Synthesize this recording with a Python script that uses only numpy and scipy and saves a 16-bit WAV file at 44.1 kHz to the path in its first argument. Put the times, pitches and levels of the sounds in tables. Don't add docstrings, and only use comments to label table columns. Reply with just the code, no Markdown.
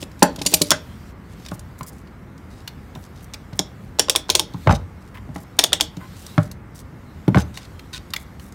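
import sys
import numpy as np
from scipy import signal
from scipy.fft import rfft, irfft
from scipy.io import wavfile
from scipy.ndimage import uniform_filter1d

SR = 44100
rng = np.random.default_rng(int(sys.argv[2]) if len(sys.argv) > 2 else 0)


def store_pcm(level_fs):
    pcm = np.round(np.clip(level_fs, -1, 1) * 32767).astype(np.int16)
    wavfile.write(sys.argv[1], SR, np.atleast_2d(pcm).T)


def natural_amplitude(level_db):
    exponent = np.asarray(level_db, float) / 20
    return 10 ** exponent


N = 376613
SPAN = 8192
HZ = np.fft.rfftfreq(SPAN, 1 / SR)
T = np.arange(SPAN) / SR
TOP_HZ = 15750

# freq_hz, density_db
AIR = [(15, -55.5), (25, -24.5), (36, -7), (61, 3), (156, -5.5), (178, -4), (297, -12.5), (631, -22),
       (1200, -22.5), (2010, -28), (2170, -27.5), (2360, -33.5), (3930, -48.5), (4260, -53.5), (15500, -68)]
# start_s, effort_db
RUBBING = [(0, -64), (.35, -59), (.8, -58), (1.1, -59), (1.14, -69), (1.45, -57.5), (1.621, -62.5),
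           (2.02, -67), (2.3, -67.5), (2.6, -63), (4.45, -65), (4.64, -53.5), (4.85, -66), (5.902, -63),
           (6.299, -50), (6.56, -69.5), (7.471, -60), (8.54, -63.5)]
# freq_hz, density_db
SKIN_DULL = [(1200, -9), (3000, 0), (4500, -2.5), (7000, -7), (10000, -17)]
# freq_hz, density_db
SKIN_BRIGHT = [(5000, -22), (8000, -2), (10500, -6), (13000, -2), (15500, -8)]
# start_s, length_s, level_db, centre_hz
SLIPS = [(0, 0.036, -54.5, 5000), (.2, 0.056, -62, 4000), (1.29, .052, -70.5, 5040),
         (1.39, 0.068, -68, 4010), (1.526, .028, -64, 8000), (1.779, .033, -64.5, 9100),
         (1.92, 0.1, -64.5, 6940), (3.025, .04, -66.5, 5100), (3.219, 0.027, -67.5, 9370),
         (3.55, 0.025, -71.5, 9200), (3.8, 0.092, -72, 7950), (5.003, .084, -69, 4910),
         (5.343, 0.048, -60.5, 5700), (5.395, .04, -66.5, 8710), (6.16, 0.075, -59, 6100),
         (6.385, .09, -61.5, 5870), (6.744, 0.071, -57, 6300), (7.35, 0.018, -65, 4640),
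         (8.17, 0.06, -62.5, 8860), (8.39, 0.1, -60.5, 8345)]
# start_s, length_s, level_db, centre_hz
SCRAPES = [(.425, .041, -58, 5400), (.48, 0.076, -43.5, 5980), (.56, 0.061, -50, 5510),
           (.635, 0.058, -51, 5400), (1.863, 0.03, -57.5, 9060), (2.5, 0.12, -61.5, 4730),
           (2.945, 0.082, -66, 10100), (3.155, 0.061, -65.5, 4480), (5.141, 0.039, -56.5, 1520),
           (6.0, .057, -54.5, 1280), (7.539, 0.057, -55, 4300), (7.6, 0.058, -60, 3440),
           (7.926, 0.051, -45.5, 3324)]
# start_s, length_s, level_db, centre_hz
SHAKES = [
    (4.70, 0.024, -50.5, 3890),
    (4.735, .028, -52.5, 3885),
    (7.375, 0.044, -49, 4393),
]
# start_s, steel_db, wood_db, contact_s
JAW = [
    (0.0244, -20.5, -29, .0051),
    (0.2245, 4, -3.5, .0071),
    (0.383, -25.5, -27, 0.022),
    (.413, -15.5, -23.5, 0.01),
    (0.4589, -3, -19.5, .014),
    (0.521, -21.5, -25, 0.028),
    (0.5362, 2, -13.5, .01),
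    (0.565, -23.5, -36.5, 0.011),
    (0.6136, -1, -14, .0094),
]
# start_s, peak_db, centre_hz
TICKS = [(.1155, -39, 3577), (.1929, -32.5, 5600), (.3597, -26, 4500), (.451, -25, 4730),
         (1.4498, -32.5, 3830), (1.4611, -26, 4050), (1.485, -28, 3680), (1.5125, -34, 5860),
         (1.593, -28.5, 6460), (1.8303, -27.5, 6700), (2.0717, -43, 2660), (2.378, -42.5, 5040),
         (2.9507, -30.5, 3300), (3.5303, -34.5, 3270), (4.285, -35, 4250), (4.5361, -33, 3400),
         (5.567, -42, 7000), (5.9678, -32, 3410), (6.2645, -24, 6000), (6.4303, -33, 6000),
         (6.4603, -42, 6220), (6.5135, -28, 5810), (7.573, -21.5, 3280), (7.6505, -37.5, 3580),
         (7.7931, -30.5, 2560), (8.104, -33, 5590), (8.3965, -32.5, 2510), (8.5221, -36, 5434)]
# start_s, peak_db, centre_hz
CLINKS = [
    (2.6758, -20, 2982),
    (3.3358, -22, 3995),
    (3.3409, -19.5, 3500),
    (7.2795, -27, 2288),
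    (8.1354, -10.5, 2574),
    (8.1622, -13, 2892),
]
# start_s, peak_db, thump_hz, hardness_db (knock over thump)
THUDS = [(0.223, -10, 346, 13), (0.716, -19.5, 157, 15), (1.517, -20, 180, -3.5), (1.809, -26, 154, 6),
         (2.958, -25, 147, -3), (3.527, -27.5, 163, -6.5), (3.595, -16, 287, -4), (4.543, -19, 176, -8.5),
         (4.662, -15, 190, -11.5), (4.672, -3, 100.4, -0.5), (4.6933, -5.5, 94, 1), (4.709, -11, 146, 2),
         (4.728, -9, 139.4, -10), (5.29, -24.5, 155.4, -9.5), (5.359, -24.5, 290, 1.5),
         (5.971, -21.5, 180, -14.5), (6.379, -2.5, 167, -3), (7.279, -2.5, 187, -10.5),
         (7.319, -12, 155, -25), (7.346, -11, 235, 5.6), (7.357, -1, 123, -8.5), (7.372, -8, 290, -0.1),
         (7.387, -15, 119.5, -5)]
# start_s, peak_db, brightness_db_per_octave, ride_ahead_s, ride_db (under the snap)
RATCHET = [
    (4.097, 4.5, 3.5, 0.013, -22),
    (4.1599, 2.5, 3, .0083, -15),
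    (4.3007, 3.5, 3, 0.0083, -19.5),
    (4.352, 6, 3.5, .004, -26),
    (4.3955, 2.5, 1.6, 0.0019, -20.5),
    (5.5902, 8, 0, .0032, -26),
    (5.639, 3.5, 2, .004, -24),
    (5.7308, 3, 1.15, 0.0094, -24.5),
    (5.809, 2, 1.85, .0085, -22),
]
# start_s, peak_db, brightness_db_per_octave, ride_ahead_s, ride_db (under the snap)
CATCH = [
    (.7061, 4, 1.9, .006, -35),
    (0.716, 3, 0.22, 0.0016, -36),
    (3.592, -0.5, .3, 0.0054, -41),
    (3.9949, 6, 0.22, 0.0077, -24.5),
]
# freq_hz, level_db, t60_s
BAR = [(4250, -11, .04), (4730, -10, .04), (5720, -9, .05), (6870, -11, .05), (7160, -7, .08),
       (9090, -6, .1), (9390, -11, .06), (11200, -8, .09), (12500, -14, .05), (13100, -9, .08),
       (14200, -13, .07)]
# freq_hz, level_db, t60_s
FOOT = [(3800, -2, .03), (5100, -7, .03), (6150, -1, .045), (7500, -8, .03)]
# freq_hz, level_db, t60_s
PAWL = [(2240, -11, .01), (3390, -1, .018), (3640, -2, .016), (4600, -8, .012), (5500, -5, .015),
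        (6910, -9, .011), (8450, -6, .007), (9400, -7, .006), (11800, -11, .006), (14800, -16, .006)]
# freq_hz, level_db, t60_s
CATCH_STEEL = [(3400, -2, .015), (4540, -9, .012), (5076, -4, 0.0047), (5570, -0.5, 0.034),
               (7000, 5, 0.0049), (9100, -6, 0.021), (12300, -11.5, 0.011), (13400, -16.5, .008)]
# freq_hz, level_db, t60_s
BOARD = [(290, 3.5, 0.32), (357, 8.5, 0.056), (470.4, -3, 0.26), (605.6, 3.5, 0.17), (837, 3.5, 0.13),
         (1033, 8.5, 0.062), (1140, -5, 0.015), (1487, 3.5, 0.093), (2063, 6, 0.025)]
# ratio (of the thump pitch), level_db, t60_cycles (of that pitch)
BENCH = [(1, -3, 19), (1.6, -4, 11), (.62, -10, 36)]
# freq_hz, density_db
CRACK = [(240, -25), (400, -4.5), (1760, -12.5), (3370, -5), (4310, -7.5), (7060, -8.5), (7750, -24.5),
         (8500, -8.5), (16000, -29.5)]
# freq_hz, level_db
LEVER = [(500, -12), (2500, -9), (3500, 0), (4400, -5), (5500, 0), (7000, -5), (10000, -9), (15000, -22)]
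# freq_hz, t60_s
SHOP = [(150, 0.5), (1000, 0.32), (4000, 0.28), (12000, 0.079)]


def unit(x):
    return x / np.sqrt(np.mean(x ** 2) + 1e-20)


def along(points, hz):
    f, v = np.transpose(points)
    return np.interp(np.log(hz + 1), np.log(f + 1), v)


def noise(spectrum, patchy_db):
    hz, _, z = signal.stft(rng.standard_normal(N), SR, nperseg=2048)
    field = uniform_filter1d(rng.standard_normal(z.shape), 20, 0)
    field = unit(uniform_filter1d(field, 3, 1))
    gain = natural_amplitude(along(spectrum, hz)[:, None] + patchy_db * field)
    gain = gain * (hz < TOP_HZ)[:, None]
    return unit(signal.istft(z * gain, nperseg=2048)[1][:N])


def causal(db):
    c = irfft(np.log(natural_amplitude(db) + 1e-6), SPAN)
    c[1:SPAN // 2] *= 2
    c[SPAN // 2 + 1:] = 0
    return np.exp(rfft(c))


def modes(table, spread):
    hz, db, t60 = np.repeat(table, 3, axis=0).T[:, :, None]
    hz = hz * (1 + spread * rng.standard_normal(hz.shape))
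    sign = np.repeat(rng.choice([-1, 1], hz.shape)[::3], 3, axis=0)
    size = sign * natural_amplitude(db + 2.5 * rng.standard_normal(hz.shape))
    width = np.log(1000) / np.pi / t60
    return (size * 1j * HZ * 60 / (hz ** 2 - HZ ** 2 + 1j * HZ * width)).sum(axis=0)


def dying(t60):
    return rfft(natural_amplitude(-60 * T / t60) * rng.standard_normal(SPAN)) / np.sqrt(t60 * SR / np.log(1e6))


def contact(seconds):
    u = T / seconds * 4
    return rfft(u * np.exp(-u) * rng.standard_normal(SPAN))


def hump(centre_hz, octaves, skirt_db=-60):
    db = -3 * (np.log2((HZ + 30) / centre_hz) / octaves) ** 2
    return np.where(HZ > centre_hz, np.maximum(db, skirt_db), db)


def tilted(db_per_octave):
    return db_per_octave * np.log2((HZ + 500) / 4000)


def peak(spectrum, db):
    x = irfft(spectrum, SPAN)
    return natural_amplitude(db) * x / np.abs(x).max()


def add(track, s, sound):
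    track[round(s * SR):][:SPAN] += sound * np.clip((T[-1] - T) / .03, 0, 1)


def knock(db, centre_hz):
    wood = natural_amplitude(-2.5) * modes(BOARD, spread=.05) + natural_amplitude(2.7) * dying(0.13) + natural_amplitude(4.0)
    force = natural_amplitude(11.5) + contact(0.0025)
    return peak(force * wood * causal(hump(centre_hz, octaves=0.62, skirt_db=-49)), db)


def thump(db, thump_hz):
    bench = np.array(BENCH) * [thump_hz, 1, 1 / thump_hz]
    push = rfft(np.sin(np.pi * np.clip(T / .0025, 0, 1)))
    return peak(push * modes(bench, spread=0.021), db)


def ventilation():
    return natural_amplitude(-39) * noise(AIR, patchy_db=.6)


def hands():
    s, effort_db = np.transpose(RUBBING)
    effort = natural_amplitude(np.interp(np.arange(N) / SR, s, effort_db))
    dull = natural_amplitude(2) * noise(SKIN_DULL, patchy_db=2.5)
    bright = natural_amplitude(-4) * noise(SKIN_BRIGHT, patchy_db=2)
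    return effort * (dull + bright)


def scrapes(track):
    clamp = BAR[:4] + FOOT[:2] + [(hz, db - 8, t60) for hz, db, t60 in BOARD[-4:]]
    for table, steel, ring_db in ((SCRAPES, clamp, 2), (SLIPS, clamp, -13), (SHAKES, FOOT, 7)):
        for s, seconds, db, centre_hz in table:
            stroke = np.clip(np.minimum(T / .006, (seconds - T) / .008 + 1), 0, 1)
            grain_db = 5.5 * np.repeat(rng.standard_normal(SPAN // 64), 64)
            grains = rng.standard_normal(SPAN) * natural_amplitude(grain_db)
            ring = 1 + natural_amplitude(ring_db) * modes(steel, spread=0.0069)
            body = causal(hump(centre_hz, octaves=0.78, skirt_db=-20)) * ring
            x = irfft(rfft(stroke * grains) * body, SPAN)
            add(track, s, natural_amplitude(db) * unit(x) * np.sqrt(SPAN / (seconds * SR)))
    return track


def jaw(track):
    lag_s = 0.0023
    for s, db, wood_db, seconds in JAW:
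        bright_db = 0.46 * (db + 1)
        grit = causal(hump(5000, octaves=0.64) + tilted(bright_db)) * (1 + natural_amplitude(-15.5) * dying(0.018))
        ring_db = -2.5 + 0.45 * db
        steel = grit + natural_amplitude(ring_db) * modes(BAR, spread=0.0028)
        add(track, s, knock(wood_db + 1.5, centre_hz=475) + thump(wood_db, thump_hz=281.8))
        add(track, s + lag_s, peak(contact(seconds) * steel, db))
    return track


def ticks(track):
    for table, knock_db in ((TICKS, -13), (CLINKS, -18)):
        for s, db, centre_hz in table:
            steel = 1 + natural_amplitude(-6.5) * dying(.05) + natural_amplitude(-3.5) * modes(PAWL, spread=0.013)
            click = contact(0.0066) * causal(hump(centre_hz, octaves=0.66, skirt_db=-16.0)) * steel
            add(track, s, peak(click, db) + knock(db + knock_db, centre_hz=1110))
    return track


def thuds(track):
    for s, db, thump_hz, hard_db in THUDS:
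        click = contact(0.0058) * causal(hump(2300, octaves=0.68, skirt_db=-33))
        click = peak(click, db + hard_db - 13.5)
        knock_hz = 1020 * 2 ** (.06 * min(hard_db, 3))
        add(track, s, thump(db, thump_hz) + knock(db + hard_db, knock_hz) + click)
    return track


def ratchet(track):
    for steel, table in ((PAWL, RATCHET), (CATCH_STEEL, CATCH)):
        for s, db, bright_db, ahead_s, ride_db in table:
            rattle = natural_amplitude(-17) * causal(along(LEVER, HZ)) * dying(.12)
            bounce = natural_amplitude(-7.5) * np.exp(-2j * np.pi * HZ * .004) / (1 + 1j * HZ / 6000)
            grit = contact(.002) + bounce * contact(.005)
            ring = natural_amplitude(8) * (1 + bounce) * modes(steel, spread=0.0044)
            snap = ring + grit * (natural_amplitude(-2.5) * causal(along(CRACK, HZ)) + rattle)
            snap = peak(snap * causal(tilted(bright_db)), db)
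            add(track, s, snap + knock(db - 24, centre_hz=518.4))
            body = causal(hump(3400, octaves=0.6)) * (1 + natural_amplitude(1.5) * modes(PAWL, spread=.03))
            ride = peak(contact(0.0042) * body, db + ride_db)
            add(track, s - ahead_s, ride + knock(db + ride_db - 0.5, centre_hz=833))
    return track


def shop(x):
    wet, step = np.zeros(len(x) + SR), SR // 4
    hz, t, z = signal.stft(rng.standard_normal((len(x) // step + 1, SR // 2)), SR, nperseg=256)
    decay = natural_amplitude(-60 * t / along(SHOP, hz)[:, None])
    tails = signal.istft(z * decay, SR, nperseg=256)[1]
    for k, tail in enumerate(tails):
        answer = signal.fftconvolve(x[k * step:][:step], tail / np.linalg.norm(tail))
        wet[k * step + 300:][:len(answer)] += answer
    return wet[:N]


def scene():
    work = sum(part(np.zeros(N + SPAN)) for part in (scrapes, jaw, ticks, thuds, ratchet))[:N]
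    work = signal.sosfilt(signal.butter(3, 75, "high", fs=SR, output="sos"), work)
    return (work + natural_amplitude(-19.5) * shop(work) + hands() + ventilation())[None]


def band_limit(x):
    return signal.sosfilt(signal.butter(12, 16320, fs=SR, output="sos"), x)


def record(dry):
    x = signal.sosfilt(signal.butter(2, 42, "high", fs=SR, output="sos"), dry)
    clipped = x / (1 + np.abs(x) ** 12) ** (1 / 12)
    mix = signal.sosfilt(signal.butter(6, 16200, fs=SR, output="sos"), clipped)
    return band_limit(mix)


dry = scene()
out = record(dry)
store_pcm(out)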